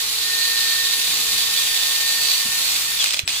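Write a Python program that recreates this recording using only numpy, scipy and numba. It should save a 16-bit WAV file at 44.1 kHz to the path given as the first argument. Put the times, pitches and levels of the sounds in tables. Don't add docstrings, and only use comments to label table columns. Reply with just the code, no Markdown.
import sys
import numpy as np
from scipy import signal
from scipy.fft import rfft, irfft
from scipy.io import wavfile
from scipy.ndimage import uniform_filter1d
from numba import njit

SR = 44100
rng = np.random.default_rng(int(sys.argv[2]) if len(sys.argv) > 2 else 0)


def output_pcm(signal):
    pcm = np.clip(np.atleast_2d(signal).T, -1, 1) * 32767
    wavfile.write(sys.argv[1], SR, np.round(pcm).astype(np.int16))


def attenuation_scalar(level_db):
    decades = np.asarray(level_db, float) / 20
    return 10 ** decades


N = 149940
t = np.arange(N) / SR
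SIDES = np.array([[1], [-1]])

RELEASE_S, STOP_S, START_S, ENGAGE_S = 2.965, 3.195, 3.262, 3.277
FREE_HZ, TEETH, GEAR_RATIO = 459, 23, 13.6

# [start_s, wheel_pressure_db, pole_hum_db, planet_whine_db, bore_hz, bore_extra_db]
LOAD = [(0.0, -26, -36, -42, 3900, -2), (0.1, -27, -87, -46, 4020, -0.5), (0.19, -28, -47, -44, 3900, 6.5),
        (0.3, -27, -32, -46, 4030, 4.5), (0.43, -25.5, -31.5, -36, 4050, 3.5),
        (0.75, -25, -31.5, -35, 3910, 5), (0.93, -23.5, -35.5, -47, 3800, 6),
        (1.15, -23, -42.5, -39, 3940, -2.5), (1.53, -23.5, -39, -35, 3690, 2),
        (1.77, -23, -36, -34, 3600, 1), (2.18, -23, -36, -34.5, 4030, -3),
        (2.33, -21.5, -41.5, -27, 4050, 2.5), (2.47, -25, -37.5, -40, 3920, -6.5),
        (2.56, -23, -33, -41, 3860, -2.5), (2.65, -23, -47, -51, 4010, -0.5),
        (2.74, -22, -47, -39, 3800, -7.5), (2.88, -26, -36.5, -52, 3750, -7),
        (2.95, -27, -42, -50, 3870, 0.5)]
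# [start_s, mesh_hz]
PINION_MESH = [(0, 10510), (.2, 10475), (.45, 10475), (.68, 10438), (.9, 10465), (1.1, 10445),
               (1.25, 10455), (1.55, 10425), (1.75, 10450), (1.9, 10410), (2.17, 10452), (2.34, 10355),
               (2.52, 10455), (2.76, 10310), (2.87, 10455), (2.96, 10520)]
# [start_s, level_db]
RIM_BITES = [(.34, 3.5), (.44, 7), (.53, -2), (.58, 2), (.65, -2.5), (.69, 3), (.8, -1), (.985, -6),
             (1.03, 0.5), (1.28, -3), (1.41, 4), (1.58, 1), (1.7, -7), (1.78, 2), (1.95, 0), (2.08, 1),
             (2.25, 1)]
# [pitch_hz, density_db]
IRON_COLOUR = [(300, -75), (500, -17.5), (1500, -15.5), (2300, -9), (4000, -2.5), (6000, -5.5), (9000, -11),
               (16000, -11)]
# [pitch_hz, width_hz, gain_db]
BLOCK_RESONANCES = [(1102, 64, 8.5), (2300, 750, 2), (7780, 520, 5.5), (10290, 510, -12), (11300, 840, 4.5)]
# [shaft_multiple, level_db, left_minus_right_db, brake_rise_db, runup_rise_db]
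SHAFT_TONES = [
    (0.996, -52.5, 4.5, 1, -5),
    (7.98, -39, 4, 22.5, 4.5),
    (11.46, -45, -7, 0, -2),
    (16, -44, -12, 5, 5.5),
    (34, -62, 0, -6, -7),
    (14.4, -58, -3, 29, -4),
]
MESH_DIPS = [.06, .21, .39, .71, .82, 1.15, 1.47, 1.79, 2.02, 2.31, 2.72, 2.865]
# [pitch_hz, density_db]
FAN_COLOUR = [(400, -36.5), (1000, -5.5), (2500, -1.5), (4000, 0.5), (7000, -3.5), (12000, -4),
              (16000, -8.5)]
# [start_s, peak_db, tooth_hz, housing_ring_db]
GEAR_CLACKS = [(3.0154, -12, 7000, -4), (3.0266, -16, 8200, -8), (3.0414, -5.5, 7600, -9),
               (3.0598, -9, 6620, -4), (3.0690, -18, 7500, -9), (3.0750, -16, 8900, -2),
               (3.0836, -19, 6240, -3), (3.0790, -16, 4050, -5), (3.0900, -15, 4000, -6),
               (3.104, -16, 2400, -1), (3.1072, -9.5, 6400, -7.5), (3.1226, -25, 4300, -4),
               (3.1327, -13, 1900, -5), (3.1372, -11.5, 6950, -7), (3.1432, -7.5, 8600, 0.5),
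               (3.168, -16, 8250, -8), (3.1718, -15, 3300, 0), (3.1800, -27, 3500, -3),
               (3.1921, -5.5, 6270, 1), (3.1990, -16.5, 4600, -4), (3.2769, -6.5, 9150, 1.5),
               (3.2850, -16, 6500, -4), (3.2923, -13, 3600, -3.0)]
# [pitch_hz, level_db, t60_s]
HOUSING_MODES = [(2510, -2, 0.013), (4050, -0.5, 0.0094), (3400, -1.5, 0.011), (5070, 0.5, 0.0087),
                 (630, -20.5, 0.028)]
# [pitch_hz, density_db]
CRACK_COLOUR = [(200, -35), (900, -10.5), (2500, 2), (8000, -1), (12000, -7.5), (16000, -8)]
# [pitch_hz, density_db]
TRAFFIC_COLOUR = [(15, -43), (25, -13), (59, 5.5), (92, -1.5), (119, -5), (145, -2.5), (420, -2.5),
                  (550, -69), (920, -120)]
# [pitch_hz, density_db]
AIR_COLOUR = [(260, -44), (450, -7), (679, -15), (1220, -3.5), (2900, -1), (5370, -13), (15000, -24)]
# [start_s, level_db, pitch_hz, length_s]
CAMERA_BUMPS = [(.08, -48, 200, .02), (0.988, -47, 260, 0.023), (1.1, -47, 171, 0.033),
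                (1.2, -47, 242, 0.042), (1.342, -46.5, 198, 0.044), (2.457, -33, 170, 0.0066),
                (2.465, -36, 213, 0.014), (2.487, -40, 190, 0.013), (2.492, -43, 90, 0.011),
                (3.238, -27.5, 92, 0.009), (3.25, -46, 120, 0.018)]
# [pitch_hz, share]
COMMON_SHARE = [(60, 0.86), (300, 0.93), (700, 1), (1400, 0.25), (3000, 0.36), (7000, 0.16), (15000, 0.3)]
# [pitch_hz, left_minus_right_db]
PORT_TILT = [(60, 0), (110, -2.5), (200, -0.5), (380, 0.5), (700, 0.5), (1290, 2), (2380, 1.5),
             (4400, -6.5), (8120, 2.5), (15000, 4)]
# [pitch_hz, lead_rad]
LEFT_LEAD = [(300, 0.15), (1000, 0.89), (1800, 4.83), (2500, 6.9), (4000, 7.38), (4500, 8.34), (8000, 12),
             (16000, 22.9)]


def shaft():
    brake_bend, runup_s = 1.6, 0.038
    stopping = np.clip((t - RELEASE_S) / (STOP_S - RELEASE_S), 0, 1)
    loaded = control(column=1, table=PINION_MESH) / TEETH * (1 - stopping ** brake_bend)
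    return loaded + FREE_HZ * (1 - np.exp(-np.clip(t - START_S, 0, None) / runup_s))


def bristle_ticks(hz, tufts=6):
    ticks_per_s, spread_db, ring_s, wobble_db, patchy_db = 9000, 3, 0.0038, 0.5, 0.5
    n = np.arange(500)
    turn = 2 * np.pi * np.cumsum(hz) / SR / GEAR_RATIO
    paths = 0
    for _ in range(tufts):
        struck = rng.random(N) < ticks_per_s / tufts / SR
        ticks = struck * attenuation_scalar(spread_db * np.minimum(rng.exponential(size=N), 6))
        wobble = wobble_db * np.sin(turn + rng.random())
        ticks = ticks * np.sign(rng.standard_normal(N)) * attenuation_scalar(wobble + patchy_db * walk(12.0))
        ring = rng.standard_normal((3, len(n))) * np.exp(-n / SR / ring_s)
        paths = paths + signal.oaconvolve(ticks[None], ring, axes=1)[:, :N]
    return colour(ports(paths[0], paths[1:]), IRON_COLOUR, BLOCK_RESONANCES)


def scrape(hz):
    brake_db, brake_fade_db, restart_db, bite_s = -19.5, -8, -25, 0.025
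    bore_width_hz, bore_db = 514.0, 2.5
    slip = np.clip((t - RELEASE_S - 0.03) / 0.015, 0, 1)
    braking = brake_db + brake_fade_db * (t - RELEASE_S) / (STOP_S - RELEASE_S)
    pressed = control(column=1) * (1 - slip) + braking * slip
    db = np.where(t < STOP_S, pressed, restart_db - 20 * (t - ENGAGE_S))
    bites = sum(bite_db * np.exp(-((t - at) / bite_s) ** 2) for at, bite_db in RIM_BITES)
    moving = (t < STOP_S) | (t > ENGAGE_S)

    iron = bristle_ticks(hz)
    bore = np.array([svf(side, control(column=4), bore_width_hz) for side in iron])
    treble = np.array([svf(side, 13000 + 0 * t, 11000.0) for side in iron])
    iron = iron - 0.87 * slip * treble
    ring_db = bore_db - 7.6 * slip + control(column=5) + bites + 0.8 * walk(19)
    chatter_db = 1.1 * slip * (t < STOP_S) * walk(90)
    wheel_db = db + 3.5 + 0.2 * walk(6.87) + chatter_db
    return level(iron + attenuation_scalar(ring_db) * bore, 0) * attenuation_scalar(wheel_db) * moving


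def whines(hz):
    groan_s, groan_rise_s, groan_fall_s = 3.006, 0.012, 0.06
    turn = 2 * np.pi * np.cumsum(hz) / SR
    groan = np.exp(-((t - groan_s) / np.where(t < groan_s, groan_rise_s, groan_fall_s)) ** 2)
    free = np.clip((t - RELEASE_S) / 0.1, 0, 1)
    engaged = t > ENGAGE_S

    rows = []
    hum_fade_db = -6 * np.clip((t - 2.27) / 0.15, 0, 1)
    for k, db, pan, brake, runup in SHAFT_TONES:
        tone_db = db + hum_fade_db * (k < 2) + brake * groan
        rows.append((k, tone_db + np.where(engaged, runup, -10 * free), pan))
    mesh_db = -35 - 8 * sum(np.exp(-((t - at) / 0.031) ** 2) for at in MESH_DIPS)
    rows.append((TEETH, np.where(engaged, -45, mesh_db - 40 * free), 4))
    flutter_db = 2.2 * np.sin(turn / GEAR_RATIO + 0.5 * walk(6.14))
    rows.append((4, control(column=2) + 0.98 - 25 * free + flutter_db, 1))
    planet_db = control(column=3) - 0.13 + 2 * walk(22)
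    rows.append((10.175, planet_db + np.where(engaged, 4, -15 * free), -2))

    out = 0
    roughness = 1 + 7 * np.clip((t - groan_s) / 0.15, 0, 1)
    for k, db, pan in rows:
        jitter = np.cumsum(walk(150)) * 3e-4 * roughness * (1 + k / 4)
        phase = k * turn + jitter + 6 * rng.random() + SIDES * (0.5 + 0.21 * walk(4.0))
        waver_db = 1.56 * walk(45) + SIDES * (pan / 2 + 1.05 * walk(3.0))
        out = out + attenuation_scalar(db + waver_db) * np.sqrt(2) * np.sin(phase)
    return out * np.clip(hz / 250, 0, 1) ** 2 + switch_tone()


def switch_tone():
    on = (t > 3.254) * (t < ENGAGE_S)
    return attenuation_scalar(-37 + 4.6 * SIDES) * np.sin(2 * np.pi * 7900 * t + 1.7 * walk(410)) * on


def fan(hz):
    air = rng.standard_normal((3, N))
    hiss = colour(ports(air[0], air[1:]), FAN_COLOUR)
    treble = np.array([svf(side, 12500 + 0 * t, 8000.0) for side in hiss])
    hiss = hiss - 1.8 * np.clip(1 - hz / FREE_HZ, 0, 0.6) * treble
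    return hiss * attenuation_scalar(-27 + 0.5 * walk(5.6)) * (hz / FREE_HZ) ** 1.04


def clacks():
    crack_s, crack_db, rattle_s, rattle_db, strike_s = 0.00096, -2.5, 0.0029, -8.5, 0.00069
    out, s = np.zeros((3, N)), np.arange(2200) / SR
    grit = np.array([colour(v, CRACK_COLOUR) for v in rng.standard_normal((3, N))])
    chances = rng.standard_normal((len(GEAR_CLACKS), 3, 12))
    for (at, db, hz, housing_db), chance in zip(GEAR_CLACKS, chances):
        i = int(at * SR)
        crack = attenuation_scalar(crack_db - housing_db) * np.exp(-s / crack_s)
        rattle = attenuation_scalar(rattle_db) * np.exp(-s / rattle_s)
        blow = grit[:, i:i + len(s)] * (crack + rattle)
        modes = [(f, g + housing_db, t60) for f, g, t60 in HOUSING_MODES] + [(hz, 0, 0.006)]
        for k, (f, g, t60) in enumerate(modes):
            ring = np.sin(2 * np.pi * f * s + 3 * chance[:, [k + 6]])
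            blow += attenuation_scalar(g + 2.0 * chance[:, [k]]) * ring * np.exp(-np.log(1000) * s / t60)
        out[:, i:i + len(s)] += attenuation_scalar(db - 4.0) * blow * np.minimum(s / strike_s, 1)
    return ports(out[0], out[1:])


def echo(drill):
    s = np.arange(8000) / SR
    tail = rng.standard_normal((2, len(s))) * np.exp(-np.log(1000) * s / 0.17)
    tail = tail / np.sqrt(np.sum(tail ** 2, axis=1, keepdims=True))
    return attenuation_scalar(-7) * signal.fftconvolve(drill, tail, axes=1)[:, :N]


def yard():
    low, air = rng.standard_normal((2, 3, N))
    out = colour(ports(low[0], low[1:]), TRAFFIC_COLOUR) * attenuation_scalar(-52 + 1.25 * walk(5.65))
    out = out + colour(air[1:], AIR_COLOUR) * attenuation_scalar(-45)
    out = out + attenuation_scalar(-57 + 1.4 * walk(7.96)) * np.sin(2 * np.pi * 120 * t)
    for at, db, hz, length in CAMERA_BUMPS:
        thump = np.cos(2 * np.pi * hz * (t - at)) * np.exp(-((t - at) / length * 2) ** 2)
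        out = out + attenuation_scalar(db - 2.0 * SIDES) * thump
    return out


def ports(common, own):
    hz = np.arange(N // 2 + 1) * SR / N
    share = np.clip(along(COMMON_SHARE, hz), 0, 1)
    lead = np.exp(0.5j * along(LEFT_LEAD, hz) * SIDES)
    mix = np.sqrt(share) * rfft(common) * lead + np.sqrt(1 - share) * rfft(own)
    return irfft(mix * attenuation_scalar(SIDES * along(PORT_TILT, hz) / 2), N)


def level(x, db):
    return x * attenuation_scalar(db) / np.sqrt(np.mean(x ** 2))


def along(table, hz):
    table = np.array(table, float)
    return np.interp(np.log(hz + 1), np.log(table[:, 0]), table[:, 1])


def colour(x, table, resonances=()):
    hz = np.arange(N // 2 + 1) * SR / N
    db = along(table, hz) + sum(g / (1 + (2 * (hz - f) / w) ** 2) for f, w, g in resonances)
    return level(irfft(rfft(x) * attenuation_scalar(db), N), 0)


def walk(rate):
    k = int(SR / rate)
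    steps = np.repeat(rng.standard_normal(N // k + 1), k)
    return 1.39 * uniform_filter1d(uniform_filter1d(steps, k), k)[:N]


def control(column, table=LOAD):
    table = np.array(table)
    return np.interp(t, table[:, 0], table[:, column])


@njit
def svf(x, hz, width):
    y, band, low = np.empty(len(x)), 0., 0.
    for i in range(len(x)):
        g, k = np.tan(np.pi * hz[i] / SR), width / hz[i]
        v = (band + g * (x[i] - low)) / (1 + g * (g + k))
        band, low, y[i] = 2 * v - band, low + 2 * g * v, k * v
    return y


def scene():
    hz = shaft()
    drill = scrape(hz) + fan(hz) + clacks()
    return drill + echo(drill) + whines(hz) + yard()


def band_limit(x):
    return signal.sosfilt(signal.butter(12, 16550, fs=SR, output="sos"), x)


def record(dry):
    top_cut = signal.ellip(8, 0.2, 60, 15400, fs=SR, output="sos")
    mix = signal.sosfilt(top_cut, dry)
    return band_limit(mix)


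dry = scene()
out = record(dry)
output_pcm(out)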